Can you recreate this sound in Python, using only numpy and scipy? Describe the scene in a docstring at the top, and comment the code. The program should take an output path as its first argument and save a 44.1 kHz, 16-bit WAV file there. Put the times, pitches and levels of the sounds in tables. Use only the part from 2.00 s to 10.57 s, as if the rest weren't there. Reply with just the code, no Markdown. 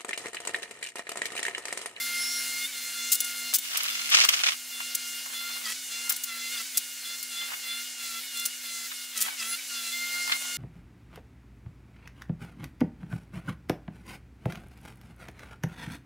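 """A loader crane's gear pump whines in a yard, as harmonics of the rate at which its teeth mesh.
Each load pulls the shaft to a new rate, mostly lower, and raises the whine; motor hum and
filtered-noise oil hiss follow it. Valves whistle at times as shaken tones, and brief tones rise.
Close by, noise bursts make small metal parts jingle and dull things knock, shuffle and rustle grittily."""
import sys
import numpy as np
from scipy import signal
from scipy.io import wavfile
from scipy.ndimage import uniform_filter1d

SR = 44100
rng = np.random.default_rng(int(sys.argv[2]) if len(sys.argv) > 2 else 0)


def wrap_up_sound(samples):
    """Save the sound to the file named by the first command line argument, as 16-bit audio."""
    columns = np.atleast_2d(samples).T
    # keep every value between -1 and 1, then stretch to whole-number steps
    tamed = np.clip(columns, -1, 1)
    steps = np.round(tamed * 32767).astype(np.int16)
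    wavfile.write(sys.argv[1], SR, steps)


N = 377937
OPPOSED = np.array([[1], [-1]])   # side sound: opposite phase at the left and right microphone


def from_db(db):
    """Decibels to gain."""
    return 10 ** (np.asarray(db) / 20)


def rms_one(x):
    """Scale to rms 1."""
    return x / np.sqrt(np.mean(x ** 2) + 1e-20)


def in_time(rows):
    """Columns of a curve at every sample."""
    s, *columns = np.transpose(rows)
    return [np.interp(np.arange(N) / SR, s, column) for column in columns]


def sounding(rows):
    """1 within the span of a curve, with a short fade at each end."""
    start, end = rows[0][0], rows[-1][0]
    return np.interp(np.arange(N) / SR, [start - .02, start, end, end + .016], [0, 1, 1, 0])


def at_hz(points, hz):
    """Read a spectrum on a log frequency axis."""
    points_hz, level_db = np.array(points).T
    return np.interp(np.log(hz), np.log(points_hz), level_db)


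def bandpass(x, order, low_hz, high_hz):
    """Keep one band of a sound."""
    return signal.sosfilt(signal.butter(order, [low_hz, high_hz], "band", fs=SR, output="sos"), x)


def panned(x, pan_db):
    """Lean towards the left microphone by a level step."""
    return x * from_db([[pan_db / 2], [-pan_db / 2]])


def drift(rate_hz):
    """Random wander of spread about 1: noise through two equal poles, drawn every 40 samples."""
    r = np.exp(-80 * np.pi * rate_hz / SR)
    noise = rng.standard_normal(N // 40 + 2002)
    slow = signal.lfilter([1], [1, -2 * r, r * r], noise)[2000:]   # skip the filter's start
    return np.interp(np.arange(N) / 40, np.arange(len(slow)), rms_one(slow))


def bank(sources, spectrum, width, patchy_db):
    """Half-octave bands of two mid-side noise pairs, each with its own level, flicker and width; rms 1."""
    out = 0
    edges_hz = 22 * 2 ** np.arange(0, 10, .5)
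    together = drift(2.2)   # shared flicker, strongest in the bass
    for k, (low_hz, high_hz) in enumerate(zip(edges_hz, edges_hz[1:])):
        mid, side = bandpass(sources[k % 2], 2, low_hz, high_hz)
        hz = np.sqrt(low_hz * high_hz)
        flicker = drift(8.3) + 220 / (hz + 50) * together
        gain = from_db(at_hz(spectrum, hz) + patchy_db * flicker)
        out = out + gain * (mid + from_db(at_hz(width, hz)) * side * OPPOSED)
    return rms_one(out)


def tone(phase, multiple, level_db, waver_db, spread):
    """A partial whose level wavers and whose phase (spread in radians) differs between the microphones."""
    lag = spread * drift(4.2) * OPPOSED / 2
    start = rng.uniform(0, 2 * np.pi)
    return np.sqrt(2) * from_db(level_db + waver_db * drift(8.4)) * np.sin(multiple * phase + start + lag)


def burst(start_s, length_s, t60, low_hz, high_hz, grit_db):
    """Gritty noise that swells, holds, then dies; returns its start sample and a mid-side pair."""
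    t = np.arange(int(.15 * SR)) / SR
    draw = rng.standard_normal((3, len(t)))
    shape = from_db(-60 * np.maximum(t - length_s, 0) / t60) * np.minimum(t / .0015, 1)
    grit = from_db(grit_db * rms_one(uniform_filter1d(draw[2], size=25)))
    return round(start_s * SR), bandpass(draw[:2] * shape * grit, 2, low_hz, high_hz)


def add(out, at, sound):
    """Mix a short sound in at a sample."""
    out[..., at:at + sound.shape[-1]] += sound[..., :out.shape[-1] - at]


# Partials of the motor hum. Each row: multiple of the hum rate, level in dB before the load acts.
HUM_PARTIALS = [(1, -61.5), (2, -71.5), (3, -77)]
HUM_PER_TOOTH = .3545   # hum rate over tooth rate


def motor_hum(phase, load_db):
    """Low partials locked to the shaft; load lifts the upper ones most."""
    return sum(tone(HUM_PER_TOOTH * phase, k, db + (0.12 + 0.22 * k) * load_db, waver_db=1.34, spread=0.032)
               for k, db in HUM_PARTIALS)


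# Colour of the oil hiss. Each row: frequency in Hz, relative level in dB per Hz.
HISS_COLOUR = [(20, -25), (191, -25.5), (246, -14), (298, -20.5), (910, -14), (1380, -16), (1500, -6),
               (2770, -2), (6400, 0.5), (15600, -7)]
# Side level given to the hiss: nearly mono in the middle, wider on top.
# Each row: frequency in Hz, side against mid in dB.
HISS_SIDE = [(60, -20), (150, -17), (380, -31), (950, -28), (3000, -47), (4600, -10), (15000, -7)]
# Course of the oil flow. Each row: time in seconds, relative level of the hiss in dB.
OIL_FLOW = [(0.0, -35.5), (0.67, -37.5), (2.4, -38.5), (7.25, -39), (8.3, -38)]


def oil_hiss(load_db, labour):
    """Oil rushing through the valves as banded noise: louder under load, flickering fast in a slow pump."""
    noise = rng.standard_normal((2, 2, N)) * from_db(2.0 * labour * drift(270.0))
    level_db = in_time(OIL_FLOW)[0] + 1.5 + 0.22 * load_db + 2.0 * labour
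    return from_db(level_db) * bank(noise, HISS_COLOUR, HISS_SIDE, patchy_db=1.38)


# Faint gritty shuffles close by. Each row: start in seconds, relative level in dB, length in seconds.
SHUFFLE_EVENTS = [(2.66, -51.5, 0.2), (3.173, -47, 0.58), (3.854, -49, 0.45), (5.297, -46.5, 0.52),
                  (6.351, -54, 0.24), (7.18, -42, 0.21), (7.948, -43.5, 0.75)]


def shuffles():
    """Dull grit under a smooth swell, wide between the microphones."""
    t = np.arange(N) / SR
    shape = sum(np.sin(np.pi * np.clip((t - s) / length_s, 0, 1)) * from_db(db)
                for s, db, length_s in SHUFFLE_EVENTS)
    noise = rng.standard_normal((2, N)) * shape * from_db(4.7 * drift(28.0))
    mid, side = bandpass(noise, 3, 700, 3200)
    return mid + 1.93 * side * OPPOSED


# Stroke of the rustle close by. Each row: time in seconds, relative level in dB.
RUSTLE_STROKE = [(1.62, -50.5), (1.72, -38), (1.9, -37.5), (2.08, -39.5), (2.12, -32), (2.27, -38),
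                 (2.35, -34), (2.421, -38), (2.5, -32.5), (2.559, -48)]
# Crackling swells in the rustle. Each row: start in seconds, relative level in dB, length in seconds.
CRACKLES = [(1.806, -43, 0.00059), (1.853, -30, 0.00055), (2.116, -32, 0.023), (2.142, -24.5, 0.01),
            (2.153, -32.5, 0.029), (2.185, -25, 0.0053), (2.19, -28, 0.037), (2.233, -24, 0.016),
            (2.287, -22.5, 0.0061), (2.336, -28, 0.0076), (2.391, -33, 0.0009), (2.407, -50, 0.0005),
            (2.4355, -22, 0.0011), (2.458, -30.5, 0.01), (2.485, -24.5, 0.0016)]
# Colour of the rustle at the microphones. Each row: band centre in Hz, mid gain in dB, side gain in dB.
GRIT_BANDS = [(900, -7, -8), (1600, 5, 9), (2679, 10, 15), (4330, 2.5, 9.5)]


def rustle():
    """Dense short clicks in separately flickering bands, mostly in opposite phase at the microphones."""
    at = round(RUSTLE_STROKE[0][0] * SR)
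    t = RUSTLE_STROKE[0][0] + np.arange(SR) / SR
    stroke = sounding(RUSTLE_STROKE) * from_db(in_time(RUSTLE_STROKE)[0] + 2.4 * drift(38.0))
    shape = stroke[at:at + SR]
    for s, level_db, length_s in CRACKLES:
        rise = np.clip((t - s) / (0.0003 + 0.38 * length_s), 0, 1)
        shape += rise * from_db(level_db - 60 * np.maximum(t - s - length_s, 0) / 0.037)
    # about 3500 clicks a second of uneven size, over a weaker steady noise
    strength = from_db(2.28 * np.minimum(rng.exponential(1, SR), 3.0))
    sizes = 0.15 + (rng.random(SR) < 3500 / SR) * strength
    clicks = rms_one(sizes) * rng.standard_normal((2, SR)) * shape
    for s, level_db, _ in CRACKLES:   # each swell opens with one sharp click
        clicks[:, round(s * SR) - at] += from_db(level_db + 9.0)
    out = np.zeros((2, N))
    for hz, mid_db, side_db in GRIT_BANDS:
        mid, side = bandpass(clicks, 2, hz / 1.416, hz * 1.383) * from_db(2.1 * drift(80.0)[:SR])
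        out[:, at:at + SR] += from_db(mid_db) * mid + from_db(side_db) * side * OPPOSED
    return out


# Dull knocks close by. Each row: start in seconds, relative peak level in dB, centre in Hz.
KNOCK_EVENTS = [(1.528, -34.5, 1294), (2.801, -35, 1515), (3.257, -40, 1196), (3.331, -39, 1700),
                (4.103, -31, 1798), (5.503, -39, 1403), (5.518, -35, 1197), (5.533, -35, 1502),
                (6.914, -36.5, 1784), (8.275, -35, 1400), (8.295, -29.5, 1397), (8.318, -22, 2297),
                (8.325, -42, 2272)]


def knocks():
    """Short dull crunches of band-limited noise, wide between the microphones."""
    out = np.zeros((2, N))
    for s, peak_db, hz in KNOCK_EVENTS:
        at, (mid, side) = burst(s, 0.0037, 0.076, hz / 1.7, hz * 1.87, grit_db=3.0)
        add(out, at, (mid + 1.85 * side * OPPOSED) * from_db(peak_db + 1) / np.std(mid[:400]) / 2)
    return signal.sosfilt(signal.butter(2, 550, "high", fs=SR, output="sos"), out)


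def ring(x, hz, t60):
    """One mode: a unit click sets a decaying sine ringing."""
    r, w = from_db(-60 / (t60 * SR)), 2 * np.pi * hz / SR
    return signal.lfilter([0, np.sin(w)], [1, -2 * r * np.cos(w), r * r], x)


# Jingles of small metal parts close by. Each row: start in seconds, relative peak level in dB,
# length in seconds before the contacts die away.
JINGLES = [(1.117, -9, 0.018), (1.1455, -17, 0.0021), (1.152, -16, 0.0038), (1.203, -12, 0.0018),
           (1.244, -22, .003), (1.5366, -10, 0.024), (1.584, -19.5, 0.006), (1.771, -14, 0.0028),
           (1.8305, -20, 0.0021), (2.099, -23, 0.0035), (2.248, -15, 0.0026), (2.288, -15.5, 0.0022),
           (2.9483, -12.5, 0.0036), (4.0932, -12, 0.0083), (4.12, -17, 0.0021), (4.162, -20.5, 0.00096),
           (4.235, -18.5, 0.0066), (4.7712, -9.5, 0.0073), (5.227, -22.5, 0.003), (6.371, -25.5, 0.0029),
           (6.397, -23.5, 0.0029), (6.453, -15, 0.0088), (7.1747, -19.5, 0.0025), (7.204, -18, 0.0029),
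           (7.2122, -15, 0.006), (7.2215, -12.5, 0.003)]
# Modes of the small metal parts. Each row: frequency in Hz, relative level in dB, 60 dB decay in seconds.
METAL_MODES = [(2900, -18, .012), (4170, -19, .007), (7600, -2, .025), (8800, 4, .012), (10090, 6, .06),
               (12800, 8, .018), (15110, 8, .045)]
RING_DB = -41   # the modes against the direct spray, before long sprays lower it


def metal_jingle():
    """Tiny contacts to the left, heard directly and through metal modes whose balance varies each time."""
    out = np.zeros((2, N))
    for s, peak_db, length_s in JINGLES:
        at, (spray, side) = burst(s, length_s, 0.037, 4970, .45 * SR, grit_db=4.0)
        luck_db = rng.normal(0, 4, len(METAL_MODES))
        ringing = sum(from_db(db + luck) * ring(spray, hz, t60)
                      for (hz, db, t60), luck in zip(METAL_MODES, luck_db))
        mid = spray + from_db(RING_DB) / np.sqrt(1 + length_s / 0.044) * ringing
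        gain = from_db(peak_db - 3.0) / np.std(mid[:250 + int(length_s * SR)]) / 2
        add(out, at, (mid + 0.28 * side * OPPOSED) * gain)
    return panned(out, 3.1)


# Brief rising tones, some of them upper pump harmonics standing out.
# Each row: start in seconds, mean pitch in Hz, relative level in dB, length in seconds.
RISING_TONES = [(0.638, 3600, -37, 0.037), (3.652, 4824, -34.5, 0.012), (5.412, 3080, -38, 0.009),
                (7.394, 4960, -35.5, 0.019)]


def rising_tones():
    """Brief tones under a smooth swell, their pitch rising a little."""
    out = np.zeros(N)
    for s, hz, level_db, length_s in RISING_TONES:
        t = np.arange(int(length_s * SR)) / SR
        swell = from_db(level_db + 5.5) * np.sin(np.pi * t / length_s)
        cycles = hz * t * (1 + 0.028 * (t / length_s - 1))
        add(out, round(s * SR), swell * np.sin(2 * np.pi * cycles))
    return out


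def whistle(rows, width_hz):
    """A tone whose pitch is shaken by the turbulent jet."""
    hz, level_db = in_time(rows)
    phase = 2 * np.pi * np.cumsum(hz + width_hz * drift(163.0)) / SR
    return sounding(rows) * tone(phase, 1, level_db - 6.5, waver_db=3.0, spread=0.41)


# High valve whistles, one curve each. Each row: time in seconds, mean pitch in Hz, relative level in dB.
HIGH_WHISTLES = [
    [(0.0, 10800, -39.5), (0.394, 10580, -32), (0.48, 10800, -51)],
    [(7.38, 10490, -46), (7.532, 10350, -35), (7.56, 10240, -64)],
]
# A lower valve whistle. Each row: time in seconds, mean pitch in Hz, relative level in dB.
LOWER_WHISTLE = [(0.17, 5250, -41), (0.25, 5400, -26.5), (0.44, 5400, -40)]
# Upper strand into which the lower one splits. Each row: time in seconds, mean pitch in Hz,
# relative level in dB.
SPLIT_WHISTLE = [(0.27, 5580, -38), (0.34, 5660, -29), (0.41, 5560, -38)]


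def valve_whistles():
    """Oil jets whistle in the valves: high tones, and a lower one that splits in two."""
    high = sum(whistle(rows, width_hz=120) for rows in HIGH_WHISTLES)
    return high + whistle(LOWER_WHISTLE, width_hz=37) + whistle(SPLIT_WHISTLE, width_hz=58)


# Loads on the pump. Each row: onset in seconds, time to the new rate in seconds, hold in seconds,
# tooth rate reached first in Hz, rate at release in Hz, rate just after release in Hz, then in dB the
# relative levels that whine and third harmonic grow towards and the lift of the fifth harmonic.
PUMP_LOADS = [(-0.3, 0.23, 0.68, 693, 704.5, 740, -36.5, -39, 0),
              (0.55, 0.053, 0.056, 709, 714, 764, -33.5, -37.5, 0.5),
              (0.715, 0.054, 0.14, 700, 701, 706, -42, -43.5, 2.5),
              (0.917, 0.084, 0.15, 694, 704, 720, -36.5, -44.5, 4),
              (1.177, 0.26, 0.0849, 701.6, 701, 740, -38.5, -44.5, 5),
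              (1.859, 0.06, 0.44, 691.7, 704, 723, -40, -46, 0),
              (2.68, 0.066, 0.45, 697, 706, 710, -43.5, -49, 7.5),
              (3.311, 0.053, 0.22, 689, 702.6, 717, -38.5, -44, 4),
              (3.625, 0.048, 0.056, 638, 651, 753, -34, -36.5, 0),
              (3.886, 0.035, .21, 691, 703, 722, -38.5, -45, 1.5),
              (4.257, 0.068, 0.18, 678.6, 690, 710, -38.5, -43, 2.5),
              (4.483, 0.047, 0.021, 711.4, 722, 727, -32.5, -40, 9),
              (4.549, 0.062, 0.0087, 669, 669, 765, -31.5, -40, -2.5),
              (4.722, 0.036, 0.02, 687, 695, 718, -36.5, -44, 3),
              (5.022, 0.046, 0.087, 687.4, 698.6, 709, -41, -43.5, 1.5),
              (5.291, 0.047, 0.15, 687, 698.3, 726, -40.5, -45.5, 2.5),
              (5.612, 0.044, 0.16, 686.7, 701, 718.6, -39, -45, 4),
              (5.975, 0.0554, 0.047, 687, 687, 695, -40, -44.5, 3),
              (6.07, 0.076, 0.056, 675, 684, 743, -36.5, -44, 3),
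              (6.311, 0.062, 0.1, 693.4, 700.8, 721, -38, -46.5, 5),
              (6.62, 0.063, 0.19, 687.4, 683, 729, -40, -46, 1),
              (7.128, 0.064, 0.081, 638.5, 665.4, 764, -34.5, -39, 2),
              (7.366, 0.061, .13, 654.3, 696, 779, -32, -41, 1),
              (7.676, 0.23, 0.017, 676, 689, 695, -37, -46.5, 1.5),
              (7.904, 0.086, 0.37, 699.4, 705.4, 713, -35.5, -36.5, -1.5),
              (8.376, 0.047, 0.28, 714, 710, 718, -37.5, -43.5, 1)]
IDLE_HZ, IDLE_WHINE_DB, IDLE_THIRD_DB = 707.7, -53, -53.5   # tooth rate and relative levels without load
RECOVER_S, SETTLE_S = 0.15, 0.07   # the rate moves on under load; settles to idle after the release
RELEASE_S, FADE_S = 0.0311, 0.032   # the load lets go; the whine dies away after it
SWELL_DB, SWELL_S = 4.5, 0.13   # the whine still grows while the load is on
PULL_CURVE, GRIP_S = 0.7, 0.038   # under 1 the pull is fastest at first; time for the whine to come up


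def shaft():
    """Each load pulls the shaft to a new rate, mostly lower; release shifts it again, then it settles to idle.

    Returns tooth rate, whine level, third harmonic level and fifth harmonic lift."""
    idle = np.array([[IDLE_HZ], [IDLE_WHINE_DB], [IDLE_THIRD_DB], [0]], float)
    state = idle * np.ones(N)
    for on, pull_s, hold_s, first_hz, end_hz, after_hz, whine_db, third_db, fifth_db in PUMP_LOADS:
        i = max(round(on * SR), 0)
        t = np.maximum(np.arange(i, min(i + SR, N)) / SR - on, 0)
        moved = 1 - np.exp(-np.clip(t - pull_s, 0, hold_s) / RECOVER_S)
        moved /= 1 - np.exp(-hold_s / RECOVER_S)
        short_db = SWELL_DB * np.exp(-t / SWELL_S)
        held_hz = first_hz + (end_hz - first_hz) * moved
        held = np.array([held_hz, whine_db - short_db, third_db - short_db, fifth_db + 0 * t])
        after = t - pull_s - hold_s
        free = idle * np.ones(len(t))
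        free[0] += (after_hz - IDLE_HZ) * np.exp(-np.maximum(after - RELEASE_S, 0) / SETTLE_S)
        grip = np.minimum(t / GRIP_S, 1)
        taken = np.array([np.minimum(t / pull_s, 1) ** PULL_CURVE, grip, grip, grip])
        fade = 1 - np.exp(-np.maximum(after, 0) / FADE_S)
        gone = np.array([np.clip(after / RELEASE_S, 0, 1), fade, fade, fade])
        loaded = taken * held + (1 - taken) * state[:, i:i + SR]
        state[:, i:i + SR] = (1 - gone) * loaded + gone * free
    return state


# Resonances of the pump casing. Each row: frequency in Hz, half-width in Hz, lift in dB (negative swallows).
CASING_MODES = [(2316.5, 27, 13), (2735, 7.7, -8.5), (2856, 16, 4), (3405, 32, -9), (3462, 32, 9.5),
                (3520, 26, -14), (4157, 117, 8.5), (4834, 35, 12)]


def casing(partial_hz):
    """Lift in dB that the casing gives a harmonic as it passes."""
    return sum(db / (1 + ((partial_hz - hz) / width) ** 2) for hz, width, db in CASING_MODES)


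# Tooth harmonics but the third. Each row: multiple of the tooth rate, relative level in dB against the whine,
# share of the load swings, share of the third harmonic's lead.
TOOTH_HARMONICS = [(1, -31, 0.69, 0.16), (2, -8.5, 0.87, -0.1), (4, -2, 0.19, -0.94), (5, -5, 0.75, 0.5),
                   (6, -12, 0.65, -0.16), (7, -18, 1.12, 0.31)]


def gear_whine(phase, tooth_hz, levels_db, rough, racing):
    """Meshing teeth sound in harmonics that the casing colours; they throb at the hum rate."""
    whine_db, third_db, fifth_db = levels_db
    mean_db = np.mean(whine_db)
    lead_db = third_db - whine_db + 6.5   # how far the third harmonic stands out
    third_db = third_db + casing(3 * tooth_hz) - 5.4 * rough * np.abs(drift(60.0))
    whine = tone(phase, 3, third_db, waver_db=2.5, spread=0.011)
    for k, db, share, follow in TOOTH_HARMONICS:
        level_db = mean_db + db + share * (whine_db - mean_db) + follow * lead_db + casing(k * tooth_hz)
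        if k == 5:
            level_db = level_db + fifth_db
        broken_db = rough * (4.0 - 8.5 * np.abs(drift(55.0)))
        whine += tone(phase, k, level_db + broken_db, waver_db=2.5, spread=0.069)
    throb = 1 + (0.11 + 0.37 * rough) * np.sin(HUM_PER_TOOTH * phase)
    return from_db(-12 * racing) * throb * whine


LABOURS_BELOW_HZ = 680   # tooth rate under which the pump runs rough


def pump():
    """Tooth harmonics, motor hum and oil hiss follow one shaft and one load."""
    tooth_hz, *levels_db = shaft()
    load_db = levels_db[0] - np.mean(levels_db[0])
    labour = np.clip((LABOURS_BELOW_HZ - tooth_hz) / 25, 0, 1)
    slope = uniform_filter1d(np.gradient(tooth_hz) * SR, size=400)   # Hz per s
    rough = np.maximum(labour, np.clip(-slope / 900, 0, 1))   # a sudden slowing breaks the tones up too
    racing = np.clip(slope / 1500, 0, 1)   # while the rate climbs fast the teeth fall quiet
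    jitter = 0.00097 * drift(20.7) + 0.00694 * rough * drift(55.1)
    phase = 2 * np.pi * np.cumsum(tooth_hz * (1 + jitter)) / SR
    whine = gear_whine(phase, tooth_hz, levels_db, rough, racing)
    return motor_hum(phase, load_db) + oil_hiss(load_db, labour) + whine


def scene():
    """Everything heard in the yard."""
    close_by = shuffles() + rustle() + knocks() + metal_jingle()
    return close_by + rising_tones() + valve_whistles() + pump()


def record(dry):
    """The highest peaks are rounded; the top is cut in two steps."""
    first = signal.ellip(8, .5, 30, 15720, fs=SR, output="sos")   # cutoff in Hz
    second = signal.cheby2(16, 40, 17100, fs=SR, output="sos")   # 40 dB down from this Hz upwards
    return signal.sosfilt(np.vstack([first, second]), np.tanh(dry))


dry = scene()
out = record(dry)
wrap_up_sound(out)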